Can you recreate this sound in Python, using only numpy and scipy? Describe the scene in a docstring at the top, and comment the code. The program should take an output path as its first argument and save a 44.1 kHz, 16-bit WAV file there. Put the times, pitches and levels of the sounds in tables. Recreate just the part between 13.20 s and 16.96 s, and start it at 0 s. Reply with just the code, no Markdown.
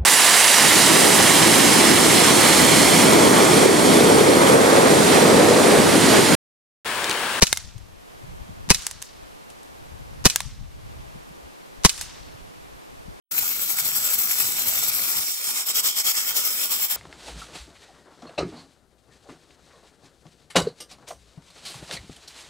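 """Steam hisses out of the slowly turning weight valve of a pressure cooker, close to a two-port microphone.
The weight jiggles on its seat about ten times a second: first a wet, sputtering flutter, then clear-cut puffs.
The jet is noise in three bands that follow a table of the valve flow.
Water drops spit in it as short damped sines, and steam buffets the ports as a lumpy low rumble."""
import sys
import numpy as np
from scipy import signal
from scipy.fft import rfft, irfft, next_fast_len
from scipy.io import wavfile
from scipy.ndimage import uniform_filter1d, map_coordinates

SR = 44100
rng = np.random.default_rng(int(sys.argv[2]) if len(sys.argv) > 2 else 0)


def put_to_file(sound):
    """Save the sound as 16-bit audio at rate SR, in the file named by the first command-line argument."""
    columns = np.atleast_2d(sound).T  # one column per channel
    safe = np.clip(columns, -1, 1)
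    whole_steps = np.round(safe * 32767)
    wavfile.write(sys.argv[1], SR, whole_steps.astype(np.int16))


N = 165816
T = np.arange(N) / SR  # seconds

START_S = 0.1095  # silence before this
# when the wet sputter starts turning into puffs, and when it has turned: start_s, end_s
CHANGE_S = (1.8, 2.5)
RIGHT_LAG_S = .00016  # the right port hears later by this basic lag


def amp(db):
    """dB to gain."""
    return 10 ** (np.asarray(db) / 20)


def unit(x):
    """Scale to rms 1."""
    return x / np.sqrt(np.mean(x ** 2) + 1e-20)


def along(points, hz):
    """Each column of (Hz, value, ..) rows, read at hz on a log axis."""
    f, *cols = np.transpose(points)
    return np.array([np.interp(np.log(hz + 1), np.log(f + 1), c) for c in cols])


def curves(rows):
    """One value per sample for each column after the time."""
    s, *cols = np.transpose(rows)
    return [np.interp(T, s, c) for c in cols]


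def wobble(rate):
    """A smooth random curve, rate knots a second."""
    knots = rng.standard_normal(int(N * rate / SR) + 4)
    return map_coordinates(knots, [T * rate])


def filtered(x, response):
    """x times a response of frequency."""
    m = next_fast_len(N + SR // 2)
    return irfft(rfft(x, m) * response(np.fft.rfftfreq(m, 1 / SR)), m)[..., :N]


def ports(depth_db):
    """Noise with patches of random gain at two ports; the right hears later, and the
    path difference drifts from band to band as the holes turn."""
    # how the ports relate: pitch_hz, likeness (0-1),
    # extra lag of the right port while sputtering: wet_lag_rad, and while puffing: puff_lag_rad
    likeness = [(40, 0.6, 0.13, 0.092), (130, 0.96, 0.37, 0.68), (825, 0.39, -0.42, -0.72),
                (1610, 0.98, 0.71, 0.63), (2440, 0.72, -0.7, -0.64), (3110, 0.38, 0.41, -0.73),
                (3890, 1, 0.46, -0.95), (4580, 0.04, 0.42, 1), (5400, 0.11, 1, 0.85),
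                (8400, 0.8, -0.31, -1.26), (11100, 1, -0.79, 1), (15000, 0.2, -0.3, -0.67)]
    drift_rad = 2.5  # rms wander of the phase from 10 kHz up, less below
    hz, s, z = signal.stft(rng.standard_normal((2, N)), SR, nperseg=512)

    def patches(bins, frames):
        """Random values smoothed over frequency bins and time frames, rms 1."""
        grid = uniform_filter1d(rng.standard_normal(z.shape[1:]), size=bins, axis=0)
        return unit(uniform_filter1d(grid, size=frames, axis=1))

    alike, wet_lag, puff_lag = along(likeness, hz)[..., None]
    # shared noise plus opposed noise sets how alike the ports are
    turn = np.arccos(np.clip(alike, 0, 1)) / 2
    mid, side = z[0] * np.cos(turn), z[1] * np.sin(turn)
    puffing = np.interp(s, CHANGE_S, [0, 1])
    phase = 2 * np.pi * hz[:, None] * RIGHT_LAG_S + wet_lag + (puff_lag - wet_lag) * puffing
    phase = phase + drift_rad * np.clip(hz[:, None] / 1e4, 0, 1) ** 2 * patches(12, 150)
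    gain = amp(depth_db * patches(4, 12) + 1.86 * patches(1, 30))
    pair = np.array([mid + side, (mid - side) * np.exp(-1j * phase)]) * gain
    return unit(signal.istft(pair, nperseg=512)[1][:, :N])


def buffet():
    """Lumpy low rumble of steam blowing past the ports, a little stronger at the left one."""
    # course of the rumble, before a fixed lift: start_s, level_db
    rumble_level = [(.11, -61), (.2, -57), (.35, -60.5), (.65, -58), (.8, -62), (.97, -57), (1.1, -66),
                    (1.23, -57), (1.36, -59), (1.6, -58), (1.71, -49.5), (1.9, -66.5), (2.0, -51),
                    (2.08, -82), (2.55, -80), (2.64, -66), (2.72, -87), (2.84, -73), (2.95, -84),
                    (3.1, -63), (3.22, -74), (3.76, -70)]
    # relative spectrum of the rumble, before a low-pass at 230 Hz: pitch_hz, level_db (per Hz)
    rumble_colour = [(25, -23), (48, -2.5), (81, -7), (130, 2), (220, -2), (290, -28), (480, -120)]
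    level_db, = curves(rumble_level)
    rumble = filtered(ports(depth_db=0.0),
                      lambda hz: amp(along(rumble_colour, hz)) / (1 + (hz / 230) ** 6))
    # lumps common to both ports, and lumps of each port's own
    lumps_db = 5 * wobble(22) + 3 * np.array([wobble(14), wobble(14)])
    lumps = amp(np.minimum(lumps_db, 7))
    return unit(rumble * lumps) * amp(level_db + 3.7) * amp([[.8], [-.8]])  # left and right trim in dB


def drops():
    """Water drops bursting in the jet: short damped blips, mostly while it sputters."""
    # the drops that spit loudest, before a lift of 1 dB and the port gains: start_s, level_db, pitch_hz
    loud_spits = [(0.181, -7.5, 2650), (0.586, -12, 2340), (0.717, -13, 2640), (1.111, -8.5, 2550),
                  (1.206, -18.5, 1330), (1.577, -14.5, 2240), (1.793, -15.5, 2100)]
    drop_density = 130  # scaled by the end of the change; about 177 small drops a second
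    middle_hz, faintest_db = 1870, -40  # small drops, level before the port gains
    drop_cycles = 7  # cycles in which a blip decays by 30 dB
    count = int(drop_density * CHANGE_S[1])
    draw = rng.random((count, 3))
    small_s = START_S + draw[:, 0] * (CHANGE_S[0] + .15 - START_S)
    small_db = faintest_db + 8 * draw[:, 1] ** 2
    small_hz = middle_hz * 2 ** (2.6 * (draw[:, 2] - .5))  # 2.6 octaves wide
    small = np.c_[small_s, small_db, small_hz]
    s, db, hz = np.vstack([small, np.array(loud_spits) + [0, 1, 0]]).T[..., None]
    k = np.arange(400)  # samples in a blip
    cycles = hz * k / SR
    envelope = amp(db - 30 * cycles / drop_cycles) * (1 - np.exp(-2 * cycles))
    blips = envelope * np.sin(2 * np.pi * cycles)
    places = np.round(s * SR).astype(int) + k
    x = np.bincount(places.ravel(), blips.ravel(), N + 400)[:N]
    return np.array([x * amp(-1.0), np.roll(x, round(RIGHT_LAG_S * SR)) * amp(0.5)])


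def jet():
    """Turbulent steam through the holes of the weight, in three bands that follow the flow."""
    # valve flow, before the band trims: start_s, level_db, treble_db (over that level)
    flow = [(0.118, -30, 5.5), (0.158, -32, 6.5), (0.188, -25.5, 9.5), (0.208, -30, 6.5), (0.281, -29, 7),
            (0.393, -33.5, 6), (0.433, -28, 8.5), (0.467, -32.5, 4.5), (0.503, -27.5, 9), (0.563, -32, 4),
            (0.591, -23.5, 6.5), (0.631, -31, 2), (0.662, -27, 7.5), (0.736, -30.5, 4), (0.77, -26.5, 9.5),
            (0.806, -30.5, 3.5), (0.856, -26, 7.5), (0.898, -27.5, 4.5), (0.942, -26.5, 12), (0.97, -32, 2),
            (0.988, -27.5, 11), (1.05, -29, 9), (1.074, -31, 5), (1.111, -25, 8), (1.147, -28.5, 4),
            (1.215, -24.5, 8.5), (1.233, -26.5, 3.5), (1.317, -28.5, 5.5), (1.345, -30, 2),
            (1.393, -26.5, 5.5), (1.453, -31, 3), (1.485, -25.5, 10), (1.519, -28.5, 2), (1.584, -26, 7),
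            (1.616, -27, 1), (1.644, -25.5, 6), (1.664, -27.5, 2), (1.694, -26.5, 11), (1.71, -30, -1),
            (1.746, -28, 6.5), (1.868, -28, 4.5), (1.906, -27.5, 8), (1.95, -28.5, 1.5), (1.97, -26.5, 5.5),
            (2.057, -29.5, 1), (2.081, -28, 3), (2.215, -31.5, 1), (2.261, -27, 2.5), (2.307, -25.5, 0),
            (2.333, -31.5, 0), (2.373, -25.5, 0), (2.415, -26.5, -2.5), (2.451, -37, -2),
            (2.474, -26.5, 4.5), (2.505, -22, 0), (2.532, -33.5, -3), (2.56, -21.5, 4), (2.596, -20.5, 1),
            (2.624, -35, -0.5), (2.644, -25, 4.5), (2.666, -20.5, 2), (2.745, -34, -0.4), (2.776, -24, 5),
            (2.806, -22.5, 0.5), (2.832, -36.5, 3), (2.852, -25, 2.5), (2.885, -21, 3.5), (2.914, -24.5, 3),
            (2.932, -32.0, 2.5), (2.977, -23, 2), (3.051, -31, 3), (3.095, -25, 6), (3.137, -33, 1.5),
            (3.168, -23, 5.5), (3.233, -29.5, 2), (3.259, -25.5, 9.5), (3.299, -29.5, 5),
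            (3.366, -30.5, 5.5), (3.44, -25, 4.5), (3.488, -35, 3), (3.522, -24, 7), (3.582, -31, 5),
            (3.646, -26, 9), (3.677, -37.5, 3), (3.714, -24.5, 6.5), (3.753, -32, 5)]
    # low band over the jet level, before the band trims: start_s, level_db
    low_over_jet = [(.1, -9), (.9, -10), (2.0, -9), (2.15, -16), (2.2, -11.5), (2.7, -12), (3, -9.5),
                    (3.76, -9)]
    # relative colour at the ports: pitch_hz, then while the jet sputters left_wet_db, right_wet_db,
    # and once it puffs left_puff_db, right_puff_db
    colour = [(200, -26, -27, -30.5, -31.5), (393, -26, -26, -28, -29), (700, -24, -26.5, -25, -29),
              (850, -21, -29.5, -22, -28), (1060, -25.5, -26.5, -25.5, -24.5),
              (1320, -18.5, -15.5, -24, -17.5), (1980, -20, -26.5, -18, -28.5),
              (2185, -15.5, -18, -21, -14.5), (2710, -17, -21, -19, -26), (3240, -21, -15.5, -20.5, -12.5),
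              (3670, -14, -17.5, -17, -20.5), (4320, -16.5, -14.5, -20, -19.5),
              (4750, -17, -18, -33.5, -18.5), (5260, -13, -11.5, -16, -10), (5940, -17.5, -12, -18, -20.5),
              (6230, -13.5, -14.5, -24, -17.5), (6630, -16.5, -16.5, -19, -19), (7890, -9.5, -5, -16, -10),
              (8270, -13.5, -14.5, -16.5, -16.5), (8550, -17.5, -15, -21, -22.5),
              (9660, -15, -22, -18, -26), (10780, -13.5, -23.5, -13.5, -22), (11350, -10, -16, -13, -17.5),
              (13400, -8.5, -16, -9.5, -15.5), (14900, -10.5, -13, -11, -13),
              (16200, -13.5, -13.5, -12.5, -14.5)]
    low_hz, treble_hz = 2995, 10000  # where the three bands meet
    wet_db, puff_db = 1, 0.59  # scale of the fast sputter before and after the change
    bass_swing, right_swing = 0.78, 0.56  # share of the flutter in the low band, and in the right treble
    snap = 0.36  # 0-1; the weight lifts and seats fast, so the flow lingers at each level and jumps between

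    s, level_db, treble_db = np.transpose(flow)
    row = np.arange(len(s))
    place = np.interp(T, s, row)
    place = place - np.clip(snap, 0, 1) * np.sin(2 * np.pi * place) / (2 * np.pi)
    level_db, treble_db = np.interp(place, row, level_db), np.interp(place, row, treble_db)
    low_db, = curves(low_over_jet)

    puffing = np.interp(T, CHANGE_S, [0, 1])
    white = np.tile(ports(depth_db=1.5), (2, 1))  # one pair for each colour
    both = filtered(white, lambda hz: amp(along(colour, hz)))
    steam = (1 - puffing) * both[:2] + puffing * both[2:]
    low = filtered(steam, lambda hz: 1 / (1 + (hz / low_hz) ** 8))
    treble = filtered(steam, lambda hz: 1 / (1 + (treble_hz / (hz + 1)) ** 16))
    middle = steam - low - treble

    sputter_db = wet_db * (1 - puffing) + puff_db * puffing
    shared, out = wobble(260), 0
    # band, dB over the jet level, share of the flutter, sputter of its own
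    bands = ((low, low_db, bass_swing, 1.2),
             (middle, -.4, 1, .7),
             (treble, treble_db - .3, np.array([[1], [right_swing]]), .8))
    for band, db, swing, own in bands:
        slow_db = uniform_filter1d(level_db + db, size=SR // 4) + 0.5
        band_db = slow_db + swing * (level_db + db - slow_db)
        power = uniform_filter1d(np.mean(band ** 2, axis=0), size=SR // 2)
        level = band / np.sqrt(np.abs(power))
        out = out + level * amp(band_db + sputter_db * (shared + own * wobble(150)))
    return filtered(out, lambda hz: 1 / (1 + (135 / (hz + 1)) ** 6))  # high-pass at 135 Hz


def scene():
    """Rumble, drops and jet at the microphone; after a short silence the sound cuts in over 5.2 ms."""
    return (jet() + drops() + buffet()) * np.clip((T - START_S) / 0.0052, 0, 1)


def record(dry):
    """Nothing is kept above the band limit, which closes over 60 Hz."""
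    top_hz = 15740
    return filtered(dry, lambda hz: np.clip((top_hz + 30 - hz) / 60, 0, 1))


dry = scene()
out = record(dry)
put_to_file(out)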